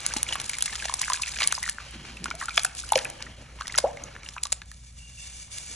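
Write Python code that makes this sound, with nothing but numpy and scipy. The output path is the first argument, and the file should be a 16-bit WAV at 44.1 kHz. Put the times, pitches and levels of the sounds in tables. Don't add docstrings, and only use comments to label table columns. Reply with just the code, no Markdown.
import sys
import numpy as np
from scipy import signal
from scipy.fft import rfft, irfft, next_fast_len
from scipy.io import wavfile
from scipy.ndimage import uniform_filter1d

SR = 44100
rng = np.random.default_rng(int(sys.argv[2]) if len(sys.argv) > 2 else 0)


def unload_wav(signal):
    wavfile.write(
        sys.argv[1],
        SR,
        np.round(np.clip(np.atleast_2d(signal).T, -1, 1) * 32767).astype(np.int16),
    )


N = 253575
TIME_S = np.arange(N) / SR
EDGE_HZ, CRUMB_SPREAD_DB = 11600, 2

# start_s, length_s, sand_db, paste_db
STROKES = [(-0.03, 0.22, -43.5, -48.5), (0.269, 0.059, -40, -40), (0.418, 0.15, -45, -52),
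           (0.611, 0.061, -40.5, -44.5), (0.685, 0.22, -42, -46), (0.967, 0.2, -38.5, -48.5),
           (1.206, 0.14, -40, -49), (1.374, 0.074, -38, -38), (1.508, 0.041, -40, -57),
           (1.608, 0.058, -41, -48.5), (2.224, 0.054, -57, -49), (2.373, 0.068, -46, -57),
           (2.507, 0.13, -44, -59.5), (2.752, 0.044, -39, -65), (2.945, 0.028, -39, -39),
           (3.185, 0.029, -60, -47.5), (3.574, 0.31, -55, -53.5), (3.977, 0.28, -72, -54),
           (4.23, 0.095, -52, -69), (4.44, 0.066, -56.5, -68)]
# time_s, level_db, centre_hz, decay_s
SNAPS = [(.0645, -10.5, 6100, 0.00034), (.0834, -34, 6200, .001), (.138, -16.5, 6600, 0.0016),
         (.1675, -14.5, 5800, 0.0058), (.2305, -10.5, 7200, 0.0012), (.326, -25, 5300, 0.0016),
         (.4, -19, 5570, 0.0017), (.4158, -23, 7000, 0.00089), (.443, -25.5, 5960, 0.0013),
         (.495, -15.5, 7350, 0.0027), (.515, -31, 5800, .0006), (.541, -25, 5200, 0.0011),
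         (.569, -30, 6500, .0006), (.5857, -19, 7500, 0.00045), (.594, -34, 6500, 0.00066),
         (.608, -22, 6960, 0.00086), (.624, -8, 8500, 0.0013), (.6543, -35, 7200, .0007),
         (.6585, -13.5, 5970, 0.0044), (.7265, -36, 6500, .001), (.7555, -20, 4260, .0006),
         (.76, -23, 5440, 0.00097), (.8437, -26, 3200, 0.00048), (.8546, -17, 5400, 0.0033),
         (.8965, -25, 5470, 0.0011), (.9255, -34, 6030, .0008), (.9397, -12, 7400, 0.0024),
         (.9925, -27, 5900, .0007), (1.0155, -12.5, 7040, 0.0028), (1.048, -24, 6000, .0008),
         (1.1006, -18, 5800, 0.00044), (1.1215, -35, 6000, .0006), (1.1337, -11.5, 5300, 0.003),
         (1.1737, -26, 3800, .0007), (1.2617, -26, 3400, 0.0006), (1.2935, -31, 6000, .0008),
         (1.345, -32, 3600, .001), (1.374, -26, 4960, .0008), (1.3877, -21, 4470, 0.00042),
         (1.4052, -18, 3400, 0.0017), (1.412, -24, 3200, 0.0023), (1.4208, -14, 2880, .001),
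         (1.4302, -12, 4140, 0.0048), (1.4397, -16, 5000, .00075), (1.4745, -6.5, 7260, 0.0013),
         (1.4825, -24, 5300, .0015), (1.5243, -11, 6150, .0012), (1.545, -28, 7500, .001),
         (1.5645, -31, 5500, .0007), (1.6296, -17, 6700, 0.00047), (1.6355, -25.5, 7100, 0.0018),
         (1.678, -26.5, 6000, .0007), (1.6905, -23, 3800, .001), (1.6958, -13.5, 6600, 0.0031),
         (1.909, -34, 9000, 0.0026), (2.2424, -19, 5700, 0.0014), (2.2578, -28, 6000, .0005),
         (2.304, -25.5, 4550, .001), (2.352, -26, 7700, 0.0016), (2.401, -31, 7020, .001),
         (2.4118, -30, 6360, 0.0008), (2.4575, -22.5, 7400, .0006), (2.494, -25, 4400, .0009),
         (2.5457, -31, 6030, .001), (2.561, -27, 7620, 0.00083), (2.5722, -15.5, 5100, 0.0026),
         (2.577, -4, 3100, 0.0021), (2.594, -16.5, 4600, 0.0025), (2.6342, -19, 7750, 0.00083),
         (2.6484, -10, 6900, .0005), (2.652, -13.5, 6800, 0.00071), (2.751, -28.5, 6000, 0.00064),
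         (2.791, -24.5, 5500, 0.00051), (2.8, -29, 7500, .001), (2.8225, -32, 6000, .0008),
         (2.891, -26, 6100, .0013), (2.9213, -9, 8100, 0.0023), (2.9335, -18, 2880, 0.00076),
         (2.9562, -13, 4220, 0.0015), (2.9755, -16.5, 7500, .001), (2.989, -18.5, 4100, 0.0022),
         (3.048, -22, 8160, .0011), (3.101, -26, 8000, 0.001), (3.225, -24, 5440, 0.00059),
         (3.605, -38, 2500, .003), (3.6107, -28, 4500, 0.001), (3.62, -31, 3640, 0.0034),
         (3.671, -24.5, 5000, 0.001), (3.68, -22, 4700, 0.0006), (3.7235, -25.5, 4840, .0011),
         (3.7588, -36, 6500, .00077), (3.7785, -12.5, 5650, 0.00066), (3.7815, -10, 5700, .0036),
         (3.7865, -6, 4800, 0.00029), (3.801, -29, 4800, .0015), (4.039, -37, 6060, 0.00037),
         (4.2888, -25, 4900, 0.00088), (4.4325, -25.5, 8000, .001), (4.4358, -11.5, 8200, 0.00018),
         (4.454, -21, 4560, 0.0014), (4.4695, -28, 6500, 0.00057), (4.5216, -13.5, 5600, 0.0019),
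         (4.5266, -9, 5800, 0.00041), (4.6188, -35, 2840, 0.0032), (4.716, -33, 6800, .001),
         (5.584, -25, 6400, .002), (5.6644, -34, 6500, 0.00081)]
# time_s, level_db, pitch_hz, t60_s, glide_per_s, film_relative_db
BUBBLES = [(0.109, -29.5, 1480, 0.041, 16, -12), (.139, -28.5, 960, .012, -5, -9),
           (.165, -34.5, 850, 0.069, 3, 16), (.204, -32, 2300, 0.016, -4, -10),
           (.266, -29.5, 2270, 0.028, 9, -8), (.288, -25.5, 3470, .03, -7, -16),
           (.290, -24, 2740, 0.04, 20, -20), (.325, -19.5, 3120, 0.051, -6, -4),
           (0.356, -26.5, 910, 0.012, 39, 9.5), (0.356, -30, 1650, 0.031, -7, -2),
           (.497, -25, 2400, 0.019, -15, -13), (.534, -25.5, 2350, 0.019, 21, 5.5),
           (.544, -27, 2270, 0.018, -8, 2), (.551, -28, 2200, 0.02, -20, -16),
           (.612, -27.5, 3260, 0.034, -14, -7), (0.679, -21.5, 2240, 0.011, 11, -11),
           (0.696, -30.5, 2060, 0.034, 2, -13), (.731, -30, 1930, 0.027, -15, -8),
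           (.799, -28, 2530, 0.031, -10, -14), (.824, -24, 1590, 0.023, 2, -4),
           (.8547, -27.5, 730, 0.011, 1, 2.5), (0.884, -27.5, 1780, 0.025, 0, 2),
           (0.8959, -21, 1010, 0.016, 11, -4), (.924, -31, 1016, 0.027, -2, -16),
           (.9395, -27, 970, 0.0062, -3, -2), (1.013, -32, 1094, 0.045, -13.5, 9.5),
           (1.031, -24.5, 1860, 0.05, 22, -14), (1.04, -22.5, 2460, 0.014, 20, -3),
           (1.057, -32, 1660, 0.02, -1, -4), (1.081, -19, 1450, 0.0076, 17, -24),
           (1.1006, -17, 1072, 0.039, -7.5, -4), (1.121, -21.5, 1036, 0.029, -5, 2.5),
           (1.1425, -24.5, 1620, 0.024, 8, 0.5), (1.159, -27, 2400, .018, 2, -8),
           (1.196, -28, 1090, 0.025, -12, -18), (1.2345, -17, 2590, 0.021, -16.5, -10),
           (1.271, -28, 2380, .014, -4, -7), (1.277, -28, 1870, 0.023, 5, -7),
           (1.288, -28, 2300, 0.013, 6, -10), (1.361, -27, 2480, .028, -3, -6),
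           (1.3673, -25.5, 1670, 0.011, -4, -4), (1.4045, -14, 2390, 0.01, 15, -22),
           (1.410, -19, 2310, .022, 10, -18), (1.411, -26.5, 1123, 0.042, -4, 1),
           (1.419, -25, 1420, 0.0093, -15, -1), (1.430, -25, 1960, 0.044, 6, -17),
           (1.445, -21.5, 2330, 0.025, -6.5, -8), (1.513, -27, 2770, 0.057, -10.5, -10),
           (1.526, -14.5, 1480, 0.0039, -5, -28), (1.551, -19.5, 5170, .018, -4, -14),
           (1.579, -26, 1075, 0.027, -20, -7.5), (1.5845, -23, 6130, .011, 2, -14),
           (1.626, -27.5, 1870, 0.05, 17, -14), (1.637, -22, 2070, 0.031, -12, -18),
           (1.656, -33, 2380, .012, 0, -6), (1.663, -21.5, 1900, 0.014, -2, -15),
           (1.678, -21.5, 1400, 0.01, 25, -16), (1.6891, -21.5, 1860, 0.018, -6, -6),
           (1.784, -23.5, 1430, 0.0077, -12, -21), (1.802, -34, 1340, 0.023, -16, 1),
           (1.862, -47.5, 613, 0.097, -5.5, -18), (2.1702, -30, 2680, 0.02, -2, -4),
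           (2.2576, -21, 1330, 0.034, 13, -2.5), (2.311, -22.5, 1380, 0.031, 8, -11),
           (2.3115, -39, 3030, .025, 0, -9), (2.312, -25, 2260, 0.031, 1, -7),
           (2.339, -38, 653, 0.13, 2, -12), (2.413, -25, 1800, 0.029, 14, -16),
           (2.414, -24, 1360, 0.02, -8, -31), (2.4219, -29.5, 1040, 0.12, 10, -12),
           (2.427, -24, 1690, 0.021, -8, -15), (2.484, -19.5, 1430, 0.038, -4.5, -6),
           (2.507, -31, 2350, 0.064, 0, -1), (2.5764, -6.5, 2360, 0.011, -14, -17),
           (2.5785, -18, 3450, 0.016, 4, -25), (2.5785, -22.5, 700, 0.034, -1, 6),
           (2.6492, -15, 1510, 0.0096, -16, -15), (2.6509, -29, 733, 0.044, 2.5, 0),
           (2.665, -30, 2700, 0.025, -11, -5), (2.837, -30, 1410, 0.015, 13, -9),
           (2.903, -32, 2900, 0.027, 1, 0), (2.9556, -14.5, 2970, 0.02, 10, -15),
           (2.9565, -12.5, 2270, 0.009, 0, -18), (2.9565, -15, 5560, 0.016, -12, -12),
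           (2.978, -20, 2650, 0.012, -7, -15), (2.981, -18, 1800, 0.01, 3, -11),
           (2.989, -26, 3200, .014, 0, 4), (3.0025, -37, 5450, 0.018, -2, -9),
           (3.011, -31.5, 1760, 0.022, -16, -15), (3.052, -20.5, 2480, 0.018, 9, -15),
           (3.055, -30, 1430, 0.044, 35, -13), (3.224, -26, 5600, 0.014, 0, -20),
           (3.266, -34, 1940, 0.032, -1, -21), (3.589, -39.5, 1110, 0.021, -14, 3),
           (3.6098, -22, 1187, 0.018, -18, -7.5), (3.6185, -31, 1480, .02, 10, -13),
           (3.656, -30.5, 1860, .018, 2, -14), (3.697, -26.5, 1800, 0.023, 33, -13),
           (3.742, -22, 1940, 0.015, -6, -20), (3.751, -23, 1420, 0.022, -15, -1),
           (3.758, -20, 6530, 0.011, 12, -20), (3.765, -26, 5500, 0.012, -10, -14),
           (3.785, -22, 710, 0.018, -42, 8.5), (3.972, -29.5, 2170, 0.014, -5, -6),
           (4.038, -22, 6530, 0.0099, 0, -11), (4.164, -29.5, 1600, 0.0047, -1, -12),
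           (4.233, -37, 2120, 0.019, 10, 4), (4.262, -30.5, 2860, 0.019, 9, -13),
           (4.364, -32.5, 1530, 0.015, 3, -20), (4.365, -30, 1064, 0.024, -9, -15),
           (4.3752, -30, 1100, 0.029, 38, -14), (4.3811, -26, 2510, 0.016, -14, -13),
           (4.454, -28.5, 1030, 0.033, 13, -23), (4.5275, -27, 750, 0.0038, -30, -28),
           (4.6183, -34.5, 1720, 0.027, -4, 6), (4.7155, -39, 1755, 0.022, -3, -12)]
# time_s, level_db, pitch_hz, t60_s, glide_per_s, swell_cycles
GULPS = [(.164, -26, 258, 0.012, -13, 0.73), (2.9215, -10, 887, .011, -9, 1.7),
         (2.9365, -25.5, 925, 0.036, -7.5, 1.3), (2.9575, -10.5, 587, 0.015, -5, 1.5),
         (2.963, -20, 530, 0.041, -0.5, 1.8), (3.839, -16, 498, 0.12, 13, 1.24),
         (3.8429, -19, 647, 0.043, 40.5, 1)]
# start_s, length_s, level_db
GURGLES = [(1.915, .2, -48.5), (2.19, 0.12, -47), (3.04, 0.16, -52)]
# start_s, length_s, level_db
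RUBS = [(4.66, 0.33, -55.5), (4.96, 0.31, -50), (5.17, 0.27, -45.5), (5.5, .11, -38), (5.66, .12, -42)]
# start_s, length_s, level_db, centre_hz, sigma_hz
WHISTLES = [(1.86, 0.26, -52.5, 3100, 190), (3.03, 0.29, -55.5, 3100, 200), (4.96, .13, -55.5, 2790, 89.3),
            (5.165, 0.05, -50.5, 2740, 110)]
# time_s, level_db
WATER_LEVEL = [(0.0, -57), (0.35, -49.5), (0.54, -56), (1.2, -60), (1.42, -53.5), (1.86, -62.5),
               (2.16, -57), (2.47, -60.5), (2.8, -56.5), (3.09, -51.5), (3.41, -54), (4.02, -53),
               (4.15, -55.5), (4.8, -68.5), (5.17, -68.5), (5.75, -57)]
# time_s, level_db
RIPPLE_LEVEL = [(0, -43), (1.7, -51.5), (1.9, -46.5), (2.15, -46), (2.35, -48), (2.85, -49), (3.15, -46.5),
                (3.35, -52.5), (4.1, -53), (4.7, -66), (5.75, -53)]
# freq_hz, gain_db
GRIT_SPECTRUM = [(300, -17.5), (1200, -31), (2500, -7.5), (4000, -1.5), (5500, 0.5), (7500, 3), (9500, 0.5),
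                 (10500, 3)]
# freq_hz, gain_db
PASTE_SPECTRUM = [(200, -30.5), (500, -6), (900, 7), (1300, -5.5), (2200, 0.5), (3100, 2), (4000, -9),
                  (6000, 2), (10000, -38)]
# freq_hz, gain_db
SCRAPE_SPECTRUM = [(200, -27), (600, -8.5), (1200, -17.5), (2000, -10), (4000, -4.5), (6000, 2.5),
                   (8000, 5.5), (9600, 1), (10500, -5.5)]
# freq_hz, gain_db
RIPPLE_SPECTRUM = [(200, -19.5), (450, -10.5), (800, -5.5), (1200, -3.5), (1550, -3), (1900, -3.5),
                   (2300, 0), (2800, -1), (3450, -6), (4200, -3.5), (10000, -13.5)]
# freq_hz, gain_db
SURGE_SPECTRUM = [(100, 4), (180, 4), (280, -0.5), (400, -4), (550, -2.5), (1500, -18)]
# centre_hz, width_hz, gain_db
BASIN_MODES = [(1340, 73, -12), (1710, 290, 15), (2220, 120, 14.5), (2790, 61, 7.5), (3400, 49, 3)]
# centre_hz, width_hz, gain_db
PALM_MODES = [(1740, 200, 5.5), (2296, 79, 14.5), (2820, 80, 10.5), (3510, 89, 11), (4600, 310, 1.5),
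              (6110, 83, 1), (6700, 78, -3.5)]
# freq_hz, rms_db
HUM_LINES = [(58.5, -50.5), (121, -61), (181, -86.5), (241, -70)]
# freq_hz, gain_db
RUMBLE_SPECTRUM = [(15, -18), (30, -12), (45, -6.5), (58, 3.5), (80, -6), (110, -8), (150, -8.5),
                   (220, -22.5), (400, -52), (1000, -50)]
# delay_s, gain_db
ECHOES = [(.0034, -40), (.0092, -35), (0.017, -23.5)]
# freq_hz, t60_s
ROOM_T60 = [(200, .5), (420, .55), (570, .88), (780, .58), (1200, .5), (3000, .38), (6000, .27),
            (10000, .22)]
# freq_hz, gain_db
ROOM_GAIN = [(150, -14.5), (550, -11), (800, -9), (1300, -14), (3000, -17), (6000, -18), (10000, -23.5)]
# freq_hz, coherence
PORT_COHERENCE = [(100, 1), (280, 0.21), (600, 0.098), (1000, 0.041), (1700, 0.99), (3200, 1), (6000, 0.39),
                  (10000, 0.15)]
# freq_hz, left_lead_rad
PORT_PHASE = [(20, 0), (1900, 0), (2700, .75), (3900, .7), (4400, 1.4), (4850, 3.1), (5200, 4.8),
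              (5650, 6.15), (6300, 6.5), (6900, 7.4), (8700, 9.25), (9400, 9.3), (10200, 9.9)]
# freq_hz, gain_db
TOP_TREBLE = [(8500, -1), (10050, 4.5), (10700, -26), (11600, -30)]


def grit(per_s=2200, bands=14, width_ratio=.13, clump_db=4.5, clump_hz=90, chip_db=-10, level_db=1.5):
    grains = np.zeros(N)
    for centre_hz in np.geomspace(2600, 9200, bands):
        ticks = clicks(per_s / bands, CRUMB_SPREAD_DB)
        grains += filtered(ticks, lambda hz: bell(hz, centre_hz, width_ratio * centre_hz))
    grains += amp(chip_db) * clicks(per_s / bands, CRUMB_SPREAD_DB)
    grains *= amp(clump_db * drift(clump_hz))
    grains = hollow(grains, BASIN_MODES, depth_db=-11)
    return steadied(coloured(grains, GRIT_SPECTRUM)) * grinding() * amp(level_db)


def paste(per_s=2200, clump_db=8, clump_hz=60, level_db=-4):
    grains = clicks(per_s, CRUMB_SPREAD_DB) * amp(clump_db * drift(clump_hz))
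    grains = hollow(grains, BASIN_MODES, depth_db=-6)
    return steadied(coloured(grains, PASTE_SPECTRUM)) * stirring() * amp(level_db)


def snaps(rise_s=.0003, fray_s=.00054, spray_s=.0035, spray_db=-16, ragged_db=5, level_db=-.5):
    out = np.zeros(N)
    t = np.arange(-500, 900) / SR
    before, after = np.minimum(t, 0), np.maximum(t, 0)
    for time_s, db, centre_hz, decay_s in list(SNAPS) + pocket_films() + crumbs():
        noise, tatter = rng.standard_normal((2, len(t)))
        ragged = unit_rms(amp(ragged_db * unit_rms(uniform_filter1d(tatter, size=40))))
        tear = np.exp(before / rise_s - after / decay_s)
        spray = amp(spray_db) * ragged * np.exp(before / fray_s - after / spray_s)
        burst = filtered(np.sign(noise) * np.hypot(tear, spray), lambda hz: snap_band(hz, centre_hz))
        energy_ms = np.sum(burst ** 2) / (SR / 1000)
        add(out, time_s + t[0], amp(db + level_db) * burst / np.sqrt(energy_ms))
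    return out


def snap_band(hz, centre_hz, width_ratio=.47, skirt_db=-20, low_hz=700, bright_db=7):
    bass_cut = hz ** 2 / (hz ** 2 + low_hz ** 2)
    treble = amp(np.interp(hz, [6000, 9500], [0, bright_db])) * (hz < EDGE_HZ)
    return bass_cut * treble * (bell(hz, centre_hz, width_ratio * centre_hz) + amp(skirt_db))


def pocket_films(offset_db=-2, decay_s=.0002):
    return [(time_s, db + film_db + offset_db, 2 * hz, decay_s)
            for time_s, db, hz, _, _, film_db in BUBBLES]


def crumbs(per_s=16, over_db=5, spread_db=4, centre_hz=5500, spread_octaves=.93, decay_s=.0005):
    force_db, rows = 20 * np.log10(grinding()), []
    for when, size, pitch in rng.random((int(per_s * N / SR), 3)):
        db = force_db[int(when * N)] + over_db + spread_db * min(-np.log(1 - size), 2)
        hz = centre_hz * 2 ** (spread_octaves * (2 * pitch - 1))
        rows.append((when * N / SR, db, hz, decay_s))
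    return rows


def bubbles():
    out = np.zeros(N)
    for time_s, db, hz, t60_s, glide_per_s, _ in BUBBLES:
        plip = pocket(hz, t60_s, glide_per_s, swell_cycles=1, wobble=.061, rough=.27)
        add(out, time_s, amp(db) * plip)
    return out


def gulps(level_db=2):
    out = np.zeros(N)
    for time_s, db, hz, t60_s, glide_per_s, swell_cycles in GULPS:
        gulp = pocket(hz, t60_s, glide_per_s, swell_cycles, wobble=.022, rough=.2)
        add(out, time_s, amp(db + level_db) * gulp)
    return out


def pocket(hz, t60_s, glide_per_s, swell_cycles, wobble, rough, wobble_cycles=1.13):
    noise = rng.standard_normal((2, 9000))
    slow = filtered(noise, lambda f: np.exp(-np.minimum(f * wobble_cycles / hz, 10) ** 2))
    bend, squeeze = unit_rms(slow)
    pip = ring(hz, t60_s, glide_per_s, wobble * bend, swell_cycles)
    pip *= 1 + rough * squeeze[:len(pip)]
    return filtered(pip, lambda f: 1 - np.exp(-np.minimum(2 * f / hz, 10) ** 4))


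def ring(hz, t60_s, glide_per_s, bend=np.zeros(9000), swell_cycles=.33):
    t = np.arange(0, np.clip(t60_s * 1.2, .005, .2), 1 / SR)
    pitch_hz = hz * np.maximum(1 + glide_per_s * t, .5) * (1 + bend[:len(t)])
    envelope = (1 - np.exp(-(t * hz / swell_cycles) ** 2)) * np.exp(-np.log(1000) * t / t60_s)
    return envelope / envelope.max() * np.sin(2 * np.pi * np.cumsum(pitch_hz) / SR)


def froth(level_db=-2):
    stream = bubbling(per_s=220, low_hz=1137, high_hz=4190, t60_cycles=76, glide_per_s=23, spread_db=0)
    return stream * stirring() * amp(level_db)


def gurgle():
    stream = bubbling(per_s=160, low_hz=133, high_hz=412, t60_cycles=24, glide_per_s=1.8, spread_db=2)
    return stream * pressure(GURGLES)


def bubbling(per_s, low_hz, high_hz, t60_cycles, glide_per_s, spread_db):
    out = np.zeros(N)
    for when, pitch, size, slide in rng.random((int(per_s * N / SR), 4)):
        hz = low_hz * (high_hz / low_hz) ** pitch
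        db = spread_db * min(-np.log(1 - size), 3)
        add(out, when * N / SR, amp(db) * ring(hz, t60_cycles / hz, glide_per_s * (2 * slide - 1)))
    return unit_rms(out)


def scrape(catch_db=1.6, catch_hz=60, lurch_db=1.5, lurch_hz=14, level_db=1):
    grains = clicks(per_s=5000, spread_db=1.5)
    grains *= amp(catch_db * drift(catch_hz) + lurch_db * drift(lurch_hz))
    return coloured(hollow(grains, PALM_MODES), SCRAPE_SPECTRUM) * pressure(RUBS) * amp(level_db)


def whistles(flutter_db=2, flutter_hz=40):
    out = np.zeros(N)
    for start_s, length_s, db, centre_hz, sigma_hz in WHISTLES:
        band = filtered(rng.standard_normal(N), lambda hz: bell(hz, centre_hz, sigma_hz))
        band *= amp(flutter_db * drift(flutter_hz))
        out += unit_rms(band) * pressure([(start_s, length_s, db)])
    return out


def ripples(lap_db=3, lap_hz=25):
    laps = clicks(per_s=5000, spread_db=2.5) * amp(lap_db * drift(lap_hz))
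    return coloured(laps, RIPPLE_SPECTRUM) * amp(curve(RIPPLE_LEVEL))


def surge(swell_db=4, swell_hz=25, level_db=1):
    churn = coloured(rng.standard_normal(N), SURGE_SPECTRUM)
    return churn * amp(curve(WATER_LEVEL) + level_db + swell_db * drift(swell_hz))


def room(x, build_s=.00057):
    hz, t, (left, other) = signal.stft(rng.standard_normal((2, SR)), SR, nperseg=256)
    coherence = np.clip(lookup(PORT_COHERENCE, hz), -1, 1)[:, None]
    right = coherence * left + np.sqrt(1 - coherence ** 2) * other
    t60_s = np.clip(lookup(ROOM_T60, hz), .1, 1)[:, None]
    fade = np.exp(-np.log(1000) * t / t60_s) * (1 - np.exp(-t / build_s))
    fade *= amp(lookup(ROOM_GAIN, hz))[:, None] / np.sqrt(SR * np.mean(fade ** 2, axis=1, keepdims=True))
    tail = signal.istft(np.array([left, right]) * fade, SR, nperseg=256)[1]
    return signal.fftconvolve(x[None], tail, axes=1)[:, :N]


def hum(rumble_db=-51.2, waver_rad=.6, waver_hz=3):
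    lines = sum(amp(db) * np.sqrt(2) * np.sin(2 * np.pi * hz * TIME_S + waver_rad * drift(waver_hz))
                for hz, db in HUM_LINES)
    return lines + amp(rumble_db) * coloured(rng.standard_normal(N), RUMBLE_SPECTRUM)


def grinding():
    return pressure([(start_s, length_s, db) for start_s, length_s, db, _ in STROKES], rest_db=-65)


def stirring(current_db=-5):
    moves = [(start_s, length_s, db) for start_s, length_s, _, db in STROKES]
    return pressure(moves, rest_db=curve(WATER_LEVEL) + current_db)


def pressure(moves, rest_db=-100, grip_s=.022, release_db_per_s=141):
    power = amp(rest_db) ** 2
    for start_s, length_s, db in moves:
        since_s = TIME_S - start_s
        grip = np.clip(since_s / grip_s, 0, 1)
        release_db = release_db_per_s * np.maximum(since_s - length_s, 0)
        power = power + (grip * amp(db - release_db)) ** 2
    return np.sqrt(power)


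def hollow(x, modes, depth_db=0):
    return x + sum(amp(db + depth_db) * signal.lfilter(*signal.iirpeak(hz, hz / width_hz, SR), x)
                   for hz, width_hz, db in modes)


def clicks(per_s, spread_db):
    when, size, sign = rng.random((int(per_s * N / SR) + 1, 3)).T
    db = spread_db * np.minimum(-np.log(1 - size), 5)
    out = np.zeros(N)
    out[(when * N).astype(int)] = np.sign(sign - .5) * amp(db)
    return out


def steadied(x):
    power = np.maximum(uniform_filter1d(x ** 2, size=220), 1e-9)
    return x / np.exp(uniform_filter1d(np.log(power), size=4400) / 2)


def drift(rate_hz, hop=32):
    noise = rng.standard_normal(len(TIME_S[::hop]))
    slow = filtered(noise, lambda hz: np.exp(-(hz / hop / rate_hz) ** 2))
    return np.interp(TIME_S, TIME_S[::hop], unit_rms(slow))


def coloured(x, spectrum):
    return unit_rms(filtered(x, lambda hz: amp(lookup(spectrum, hz))))


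def filtered(x, response):
    size = next_fast_len(x.shape[-1] + 600, True)
    return irfft(rfft(x, size) * response(np.fft.rfftfreq(size, 1 / SR)), size)[..., :x.shape[-1]]


def bell(hz, centre_hz, sigma_hz):
    return np.exp(-.5 * ((hz - centre_hz) / sigma_hz) ** 2)


def lookup(table, hz):
    freq_hz, value = np.transpose(table)
    return np.interp(np.log(hz + 1), np.log(freq_hz + 1), value)


def curve(table):
    return np.interp(TIME_S, *np.transpose(table))


def add(mix, time_s, sound):
    part = mix[max(round(time_s * SR), 0):][:len(sound)]
    part += sound[:len(part)]


def unit_rms(x):
    return x / np.sqrt(np.mean(x ** 2) + 1e-20)


def amp(db):
    return 10 ** (np.asarray(db) / 20)


def scene(grain_side_db=-9, ripple_side_db=-9, surge_side_db=-17, crossfade_hz=1.3):
    basin = grit() + paste() + snaps() + bubbles() + gulps() + froth() + gurgle()
    basin += scrape() + whistles() + ripples() + surge()
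    side = amp(grain_side_db) * (grit() + scrape())
    side += amp(ripple_side_db) * ripples() + amp(surge_side_db) * surge()
    echoes = sum(amp(db) * np.interp(TIME_S - delay_s, TIME_S, basin, left=0) for delay_s, db in ECHOES)
    crossfade_rad = np.pi * crossfade_hz * TIME_S
    tail = room(basin * np.cos(crossfade_rad)) + room(basin * np.sin(crossfade_rad))
    return basin + side * np.array([[1], [-1]]) + echoes + tail + hum()


def record(dry, clip_level=.85):
    half_phase = .5j * np.array([[1], [-1]])
    ported = filtered(dry, lambda hz: amp(lookup(TOP_TREBLE, hz))
                      * np.exp(half_phase * lookup(PORT_PHASE, hz)))
    low_pass = signal.firwin(131, EDGE_HZ, window=("kaiser", 7), fs=SR)
    return signal.oaconvolve(np.clip(ported, -clip_level, clip_level), low_pass[None], "same", axes=1)


dry = scene()
out = record(dry)
unload_wav(out)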